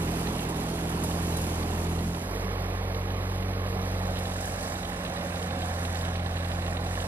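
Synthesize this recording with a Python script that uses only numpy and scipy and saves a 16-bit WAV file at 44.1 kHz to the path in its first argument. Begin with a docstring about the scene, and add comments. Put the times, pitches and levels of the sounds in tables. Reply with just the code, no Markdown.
"""A four-cylinder diesel drives a thresher in a field; its blower throws straw onto a heap.
The exhaust hums on its firing orders, the housing roars and throbs, and the straw jet hisses.
Stalks snap and patter on the sheet-metal casing and a loose part knocks, over a faint blower whine,
brief squeaks and booms. A handheld stereo microphone first stands beside the outlet, then the sound
crossfades to a place behind the heap, where the microphone slowly turns."""
import sys
import numpy as np
from scipy import signal
from scipy.fft import rfft, irfft, next_fast_len
from scipy.io import wavfile
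from scipy.ndimage import uniform_filter1d, map_coordinates

SR = 44100
rng = np.random.default_rng(int(sys.argv[2]) if len(sys.argv) > 2 else 0)


def unload_audio(sound):
    """Save the sound as a 16-bit wav file, at the path given as the first command line argument."""
    columns = np.transpose(np.atleast_2d(sound))
    # keep every value between -1 and 1, then stretch to whole-number steps
    steps = np.round(np.clip(columns, -1, 1) * 32767)
    wavfile.write(sys.argv[1], SR, steps.astype(np.int16))


N = 311787
TIME = np.arange(N) / SR

# resonances of the loose part: pitch_hz, width_hz, gain_db
LOOSE_PART_MODES = [(1800, 350, -3.5), (2900, 500, -1.5), (3350, 300, -1), (3850, 300, 0), (4500, 700, -9)]


def amp(db):
    """Decibels to linear gain."""
    return 10 ** (np.asarray(db) / 20)


def unit(x):
    """Normalise to rms 1."""
    return x / np.sqrt(np.mean(x ** 2) + 1e-20)


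def along(points, hz):
    """Read a curve of (freq_hz, value) points on a log frequency axis."""
    freqs, values = np.transpose(points)
    return np.interp(np.log(hz + 1), np.log(freqs + 1), values)


def curves(rows):
    """One automation curve for each column after the time."""
    times, *columns = np.transpose(rows)
    return [np.interp(TIME, times, column) for column in columns]


def wobble(rate):
    """Smooth random modulation, rate knots a second."""
    return map_coordinates(rng.standard_normal(int(N * rate / SR) + 4), [TIME * rate])


def filtered(x, response):
    """Filter x by a complex frequency response."""
    size = next_fast_len(N + SR // 4)
    return irfft(rfft(x, size) * response(np.fft.rfftfreq(size, 1 / SR)), size)[..., :N]


def patchy(depth_db):
    """Two white noises that share random patches of gain in time and frequency."""
    spectra = signal.stft(rng.standard_normal((2, N)), nperseg=512)[2]
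    patches = uniform_filter1d(rng.standard_normal(spectra.shape[1:]), size=10, axis=0)
    patches = uniform_filter1d(patches, size=6, axis=1)
    return signal.istft(spectra * amp(depth_db * unit(patches)), nperseg=512)[1][:, :N]


def coloured(pair, eq):
    """A noise pair through an EQ curve, at rms 1."""
    return unit(filtered(pair, lambda hz: amp(along(eq, hz))))


def swell(start_s, length_s):
    """Half-sine envelope."""
    return np.sin(np.pi * np.clip((TIME - start_s) / length_s, 0, 1))


def scattered(count, softest_db, range_db):
    """Random hits: start_s, level_db."""
    when, strength = rng.random((count, 2)).T
    return np.c_[when * (N - 1) / SR, softest_db + range_db * strength]


def impacts(hits, modes, t60_s, boost_db, attack_s):
    """Each hit is a short noise burst that rings a set of resonances."""
    t = np.arange(SR // 10) / SR
    envelope = amp(boost_db - 60 * t / t60_s) * (1 - np.exp(-t / attack_s))
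    force = np.zeros((2, N + len(t)))
    for start_s, db in hits:
        start = round(start_s * SR)
        force[:, start:start + len(t)] += amp(db) * envelope * np.sign(rng.standard_normal((2, len(t))))

    def body(hz):
        return sum((-1) ** k * amp(db) * 1j * hz * width / (pitch ** 2 - hz ** 2 + 1j * hz * width)
                   for k, (pitch, width, db) in enumerate(modes))
    return filtered(force[:, :N], body)


def perspective(near, far, turned):
    """Crossfade from beside the outlet (near) to behind the heap (far), then swing round (turned)."""
    fade_s, turn_s = (2.1, 2.324), (3.7, 4.35)
    away = np.interp(TIME, fade_s, [0, 1])
    swung = np.interp(TIME, turn_s, [0, 1])
    return (1 - away) * near + away * ((1 - swung) * far + swung * turned)


def left_channel(pair):
    """The left port is shaded, out of phase and partly unrelated to the right, which hears pair[0]."""
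    # left level against right: freq_hz, gain_db
    shade = [(50, 0), (90, -.2), (170, -1.3), (300, -3.6), (450, -5.6), (650, -6.8), (900, -5.6),
             (1250, -6), (1800, -9), (2400, -7.5), (3300, -4.2), (4500, -6), (5500, -3), (8000, -1.3),
             (12000, -.2)]
    # left phase against right: freq_hz, phase_rad
    phase = [(150, 0), (450, -.2), (650, -.45), (900, -1.15), (1250, -1.9), (1700, -2.25), (2400, -2.15),
             (3300, -2.7), (5500, -2.75), (8000, -3.05), (12500, -3.4)]
    # likeness of the ports in each perspective: freq_hz, coherence (0-1)
    near_coherence = [(150, 1), (450, .98), (900, .9), (1700, .75), (3300, .73), (5500, .6), (8000, .76),
                      (11000, .66), (13000, .5)]
    far_coherence = [(150, 1), (450, .97), (900, .94), (2400, .83), (4500, .75), (5800, .98), (8300, .99),
                     (9500, .6), (11000, 0)]
    turned_coherence = [(150, 1), (450, .97), (900, .91), (3300, .82), (5500, .65), (8000, .84),
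                        (11000, .93), (12500, .5)]

    def port(coherence):
        def response(hz):
            alike = np.clip(along(coherence, hz), 0, 1)
            shadow = amp(along(shade, hz)) * np.exp(1j * along(phase, hz))
            return shadow * [alike, np.sqrt(1 - alike ** 2)]
        return filtered(pair, response).sum(axis=0)
    return perspective(port(near_coherence), port(far_coherence), port(turned_coherence))


def blower_whine():
    """Faint wavering tones of the blower, heard only behind the heap."""
    # tones once the microphone has turned: pitch_hz, level_db
    partials = [(553, -54.5), (742, -51), (1070, -61)]
    tones = np.zeros(N)
    for hz, db in partials:
        gain = np.sqrt(2) * amp(db + 1.7 * wobble(4.3))
        tones += gain * np.sin(2 * np.pi * hz * TIME + .9 * wobble(4))
    return perspective(0, amp(-4.5) * tones, tones)


def squeaks():
    """Brief high squeaks that flutter in level and pitch."""
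    # squeak cues: start_s, length_s, pitch_hz, level_db
    cues = [(1.045, .03, 3950, -42), (1.32, .08, 3950, -44), (5.61, .03, 3150, -42)]
    out = np.zeros(N)
    for start_s, length_s, hz, db in cues:
        envelope = amp(db + 4.6 * wobble(87.7)) * swell(start_s, length_s) ** .5
        out += envelope * np.sin(2 * np.pi * hz * TIME + 0.77 * wobble(200))
    return out


def casing_booms():
    """The casing booms briefly: narrow noise swells in one resonance at a time."""
    # boom cues: start_s, length_s, pitch_hz, level_db
    cues = [(4.9, 0.57, 565, -43.5), (5.499, 0.282, 731, -40.5)]
    width_hz = 28
    out = np.zeros(N)
    for start_s, length_s, pitch_hz, db in cues:
        ring = filtered(rng.standard_normal(N), lambda hz: np.exp(-((hz - pitch_hz) / width_hz) ** 2))
        out += amp(db) * swell(start_s, length_s) * unit(ring)
    return out


def loose_part_rattle():
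    """The loose part chatters in many small random hits."""
    hits = scattered(150, softest_db=-44, range_db=8)
    return impacts(hits, LOOSE_PART_MODES, t60_s=.032, boost_db=12.5, attack_s=.001)


def loose_part_knocks():
    """Harder hits of the loose part, each with a short bright ring."""
    # knock cues: start_s, strength_db
    hits = [(0.269, -27.5), (0.39, -30), (1.11, -31.3), (1.627, -32.7), (1.988, -33.5), (2.145, -33),
            (2.945, -32.5), (3.102, -34), (3.424, -34), (3.9, -35), (4.155, -33), (4.166, -30.5),
            (4.18, -32), (4.253, -33.5), (4.317, -33), (4.442, -33), (4.755, -32), (4.829, -32),
            (4.85, -33), (5.048, -27.5), (5.06, -30), (5.16, -34), (5.208, -32.5), (5.358, -33.7),
            (5.423, -33.5), (5.505, -33), (5.618, -30), (5.849, -27), (5.955, -29.5), (6.009, -32),
            (6.049, -31.5), (6.154, -29.5), (6.193, -33), (6.259, -28), (6.367, -30.5), (6.4, -33),
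            (6.445, -32), (6.514, -29.5), (6.62, -33.5), (6.662, -33), (6.768, -30.5), (6.861, -32),
            (6.952, -32), (7.0, -32), (7.02, -33)]
    return impacts(hits, LOOSE_PART_MODES, t60_s=.038, boost_db=14.2, attack_s=.001)


def casing_patter():
    """Grain and stalks patter on the casing, clearest once the microphone has swung round."""
    # sheet-metal resonances: pitch_hz, width_hz, gain_db
    modes = [(555, 54, -1.5), (740, 39, 1), (803, 44, -3.5), (1081, 54, 0), (1683, 140, 0.5),
             (1897, 220, -4), (2970, 320, -14), (3970, 280, -22)]
    # the hardest taps: start_s, strength_db
    hard_hits = [(4.2066, -41), (4.253, -37), (4.3198, -37), (4.4505, -33), (4.6541, -31), (4.7189, -28),
                 (4.7858, -33), (4.92, -34), (5.0332, -33), (5.3235, -36), (5.3704, -34), (5.4368, -36),
                 (5.5076, -37), (5.577, -35), (5.6902, -36), (6.0329, -32), (6.0798, -29), (6.2609, -38),
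                 (6.3547, -35), (6.5852, -32), (6.678, -30), (6.7234, -34), (6.7922, -33), (6.9074, -34),
                 (6.9738, -28.5), (7.0232, -40)]
    light_hits = scattered(700, softest_db=-33, range_db=6)
    patter = impacts(light_hits, modes, t60_s=.02, boost_db=16, attack_s=.0007)
    clacks = impacts(hard_hits, modes, t60_s=.019, boost_db=23, attack_s=.0007)
    return patter * perspective(amp(-8.5), amp(-5.5), amp(-2.5)) + clacks


def stalk_snaps():
    """Stalks strike close by with a crisp snap."""
    # snap cues: start_s, strength_db
    hits = [(0.105, -30), (0.323, -35), (0.487, -25), (0.606, -28), (0.892, -26), (1.034, -20.5),
            (1.223, -28), (1.318, -28), (1.365, -21.5), (1.412, -24.5), (1.436, -32), (4.184, -27),
            (4.451, -29), (4.888, -33)]
    # stalk resonances: pitch_hz, width_hz, gain_db
    modes = [(4500, 2000, -8), (7000, 1500, -4), (9200, 1200, 0), (11500, 2000, -3)]
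    return impacts(hits, modes, t60_s=.11, boost_db=0, attack_s=.0024)


def straw_hiss(level_db, shake):
    """The straw jet hisses unevenly and pulses lightly with the engine."""
    # hiss EQ in each perspective: freq_hz, gain_db
    near_eq = [(3000, -14), (5000, -.5), (7000, -1), (9500, 0), (11000, 0), (12500, -4), (14000, -11),
               (15400, -24)]
    far_eq = [(3000, -14), (4300, 2), (5500, 2.5), (6500, -2), (8000, -3), (11000, -4), (12500, -5),
              (14000, -9), (15400, -20)]
    turned_eq = [(3000, -16), (4700, 0), (7000, -3), (8000, 0), (9800, 0), (11000, -4), (12500, -8),
                 (14000, -14), (15400, -29)]
    chaff = patchy(depth_db=1.1) * np.sqrt(shake)
    chaff *= amp(wobble(5) + 1.1 * wobble(14) + 1.5 * wobble(300))  # clumps and single grains
    return amp(level_db) * perspective(*[coloured(chaff, eq) for eq in (near_eq, far_eq, turned_eq)])


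def housing_roar(level_db, shake):
    """Housing and blower roar: broad noise that throbs with the engine."""
    # roar EQ in each perspective: freq_hz, gain_db
    near_eq = [(45, -8), (65, -4), (85, -8), (110, -6.5), (165, -1.5), (205, 4), (270, -2), (350, 0),
               (430, -3), (560, -3.5), (720, -2), (1100, -6.5), (1500, -10.5), (2500, -13.5), (3900, -17.5),
               (4600, -20), (6500, -53)]
    far_eq = [(45, -13), (70, -5), (120, -5.5), (155, -5), (195, 0), (240, -6), (330, -5), (400, -1),
              (480, -1), (680, -3), (800, -2.5), (950, -6.5), (1100, -3), (1500, -10.5), (2200, -9),
              (2700, -16), (4000, -16.5), (6500, -42)]
    turned_eq = [(45, -3.5), (70, -7), (150, -2), (200, -2), (300, -6.5), (400, -8.5), (560, -1.5),
                 (670, 0), (740, -3), (810, 0), (870, -7), (1100, -6.5), (1210, -7.5), (1700, -8.5),
                 (2300, -11.5), (3200, -17), (3900, -14), (6500, -48)]
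    air = patchy(depth_db=0.8) * shake
    return amp(level_db) * perspective(*[coloured(air, eq) for eq in (near_eq, far_eq, turned_eq)])


def throb(angle, depth_db):
    """Each firing shakes the housing; one cylinder in four shakes it more."""
    return amp(depth_db * (np.cos(angle) + 0.31 * np.cos(2 * angle) + 0.17 * np.cos(angle / 4)))


def exhaust(firing_hz, automated, strong, weak, sway_db, flutter_db, slip_rad, lope_db):
    """Sines at multiples (orders) of the firing rate, loping once in four firings: hum, firing angle."""
    angle = 2 * np.pi * np.cumsum(firing_hz) / SR
    swaying = [(order, db + sway_db * wobble(2.7)) for order, db in strong]
    hum = np.zeros(N)
    for order, db in automated + swaying:
        # the pipe spreads each pulse: higher orders slip in phase, and all drift a little
        hum += amp(db) * np.cos(order * angle + slip_rad * (order - 1) ** 2 + .2 * wobble(.7))
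    for order, db in weak:  # fractional orders come from unequal cylinders
        hum += amp(db + flutter_db * wobble(3.7)) * np.sin(order * angle + 2 * np.pi * rng.random())
    return np.sqrt(2) * hum * amp(lope_db * np.cos(angle / 4)), angle


def diesel_near():
    """Beside the outlet the diesel lopes and creeps up in speed."""
    # engine automation: time_s, firing_hz, order1_db, order2_db, order4_db
    automation = [(0.0, 41.9, -40, -34, -33.5), (0.3, 41.87, -40, -40, -35.5), (0.55, 41.78, -45, -41, -38),
                  (0.68, 42.05, -45, -42, -38), (0.8, 42.25, -42, -39, -34.5),
                  (1.1, 42.44, -44, -34.5, -35), (1.35, 42.55, -43, -33, -34), (1.55, 42.5, -41, -33, -40),
                  (1.75, 42.68, -39, -32.5, -38.5), (1.92, 42.8, -40, -31.5, -34),
                  (2.3, 43.3, -40, -36.5, -36.5)]
    # further exhaust partials, strong and weak: order, level_db
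    strong = [(3, -41.5), (5, -45.5), (6, -46.5), (7, -43), (10, -45.5)]
    weak = [(1.5, -49.5), (4.25, -59), (7.75, -56), (8.0, -48), (8.25, -56), (9.0, -49.5), (11.0, -50.5),
            (12.0, -58)]
    firing_hz, first_db, second_db, fourth_db = curves(automation)
    automated = [(1, first_db), (2, second_db), (4, fourth_db)]
    return exhaust(firing_hz, automated, strong, weak, sway_db=-.5, flutter_db=0, slip_rad=.6, lope_db=1.4)


def diesel_far():
    """Behind the heap the diesel sags in speed; as it slows, order 5 grows and order 10 fades."""
    # engine automation: time_s, firing_hz, order1_db, order2_db, order4_db
    automation = [(2.2, 45.75, -37, -37.5, -43.5), (2.6, 45.9, -36.5, -33.5, -44.5),
                  (3.1, 45.87, -37.5, -32.5, -42.5), (3.55, 46.38, -38, -32, -40.5),
                  (3.8, 45.97, -39, -32.5, -40.5), (4.03, 45.6, -36, -32, -39.5),
                  (4.25, 45.43, -42, -34.5, -41.5), (4.5, 44.97, -43, -38, -44.5),
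                  (5.04, 44.44, -46, -45.5, -40.5), (5.3, 44.06, -49, -38.5, -40),
                  (5.75, 43.36, -48, -33, -42.5), (6.2, 43.44, -45, -32.2, -40.5),
                  (6.6, 43.44, -43, -32.5, -40.5), (7.07, 44.1, -38, -34.5, -43)]
    # further exhaust partials, strong and weak: order, level_db
    strong = [(1.5, -50.5), (6, -49.5), (12, -53.5)]
    weak = [(1.75, -56), (2.25, -60), (4.25, -54), (7.0, -60), (7.75, -54.5), (9.0, -58.5), (11.0, -53),
            (13.0, -53.5)]
    firing_hz, first_db, second_db, fourth_db = curves(automation)
    sag_hz = 46.32 - firing_hz  # below full speed
    automated = [(1, first_db), (2, second_db), (4, fourth_db),
                 (3, second_db - 14.5), (5, -68.5 + 5 * sag_hz), (10, -45 - 4 * sag_hz)]
    return exhaust(firing_hz, automated, strong, weak,
                   sway_db=.6, flutter_db=2.5, slip_rad=.4, lope_db=.46)


def thresher():
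    """The diesel's hum, with the roar and straw hiss that its firings shake."""
    # noise level automation: time_s, roar_db, hiss_db
    levels = [(0.05, -31, -40), (0.75, -32, -41), (1.25, -31.5, -40), (1.84, -32.5, -41.5),
              (2.2, -35.5, -46), (2.44, -33, -47.5), (3.0, -34.5, -47), (3.6, -34.5, -47.5),
              (3.85, -34, -44), (4.15, -33, -44), (4.45, -34.5, -41.5), (5.4, -33.5, -44.5),
              (5.85, -33.5, -43.5), (6.3, -35, -45), (6.65, -34, -44.5), (7.02, -34, -43)]
    roar_db, hiss_db = curves(levels)
    near_hum, near_angle = diesel_near()
    far_hum, far_angle = diesel_far()
    hum = perspective(near_hum, far_hum, far_hum)
    far_shake = throb(far_angle, depth_db=0.93)
    shake = perspective(throb(near_angle, depth_db=0.5), far_shake, far_shake)
    return hum + housing_roar(roar_db, shake) + straw_hiss(hiss_db, shake)


def scene():
    """The stereo mix; the microphone's right port faces the machine."""
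    pair = loose_part_knocks() + stalk_snaps() + thresher() + loose_part_rattle() + casing_patter()
    pair += squeaks() + blower_whine() + casing_booms()
    return np.array([left_channel(pair), pair[0]])


def record(dry):
    """A steep low cut and a brick-wall high cut."""
    low_cut_hz, high_cut_hz = 38, 15400
    return filtered(dry, lambda hz: (hz < high_cut_hz) / np.sqrt(1 + (low_cut_hz / (hz + 1)) ** 16))


dry = scene()
out = record(dry)
unload_audio(out)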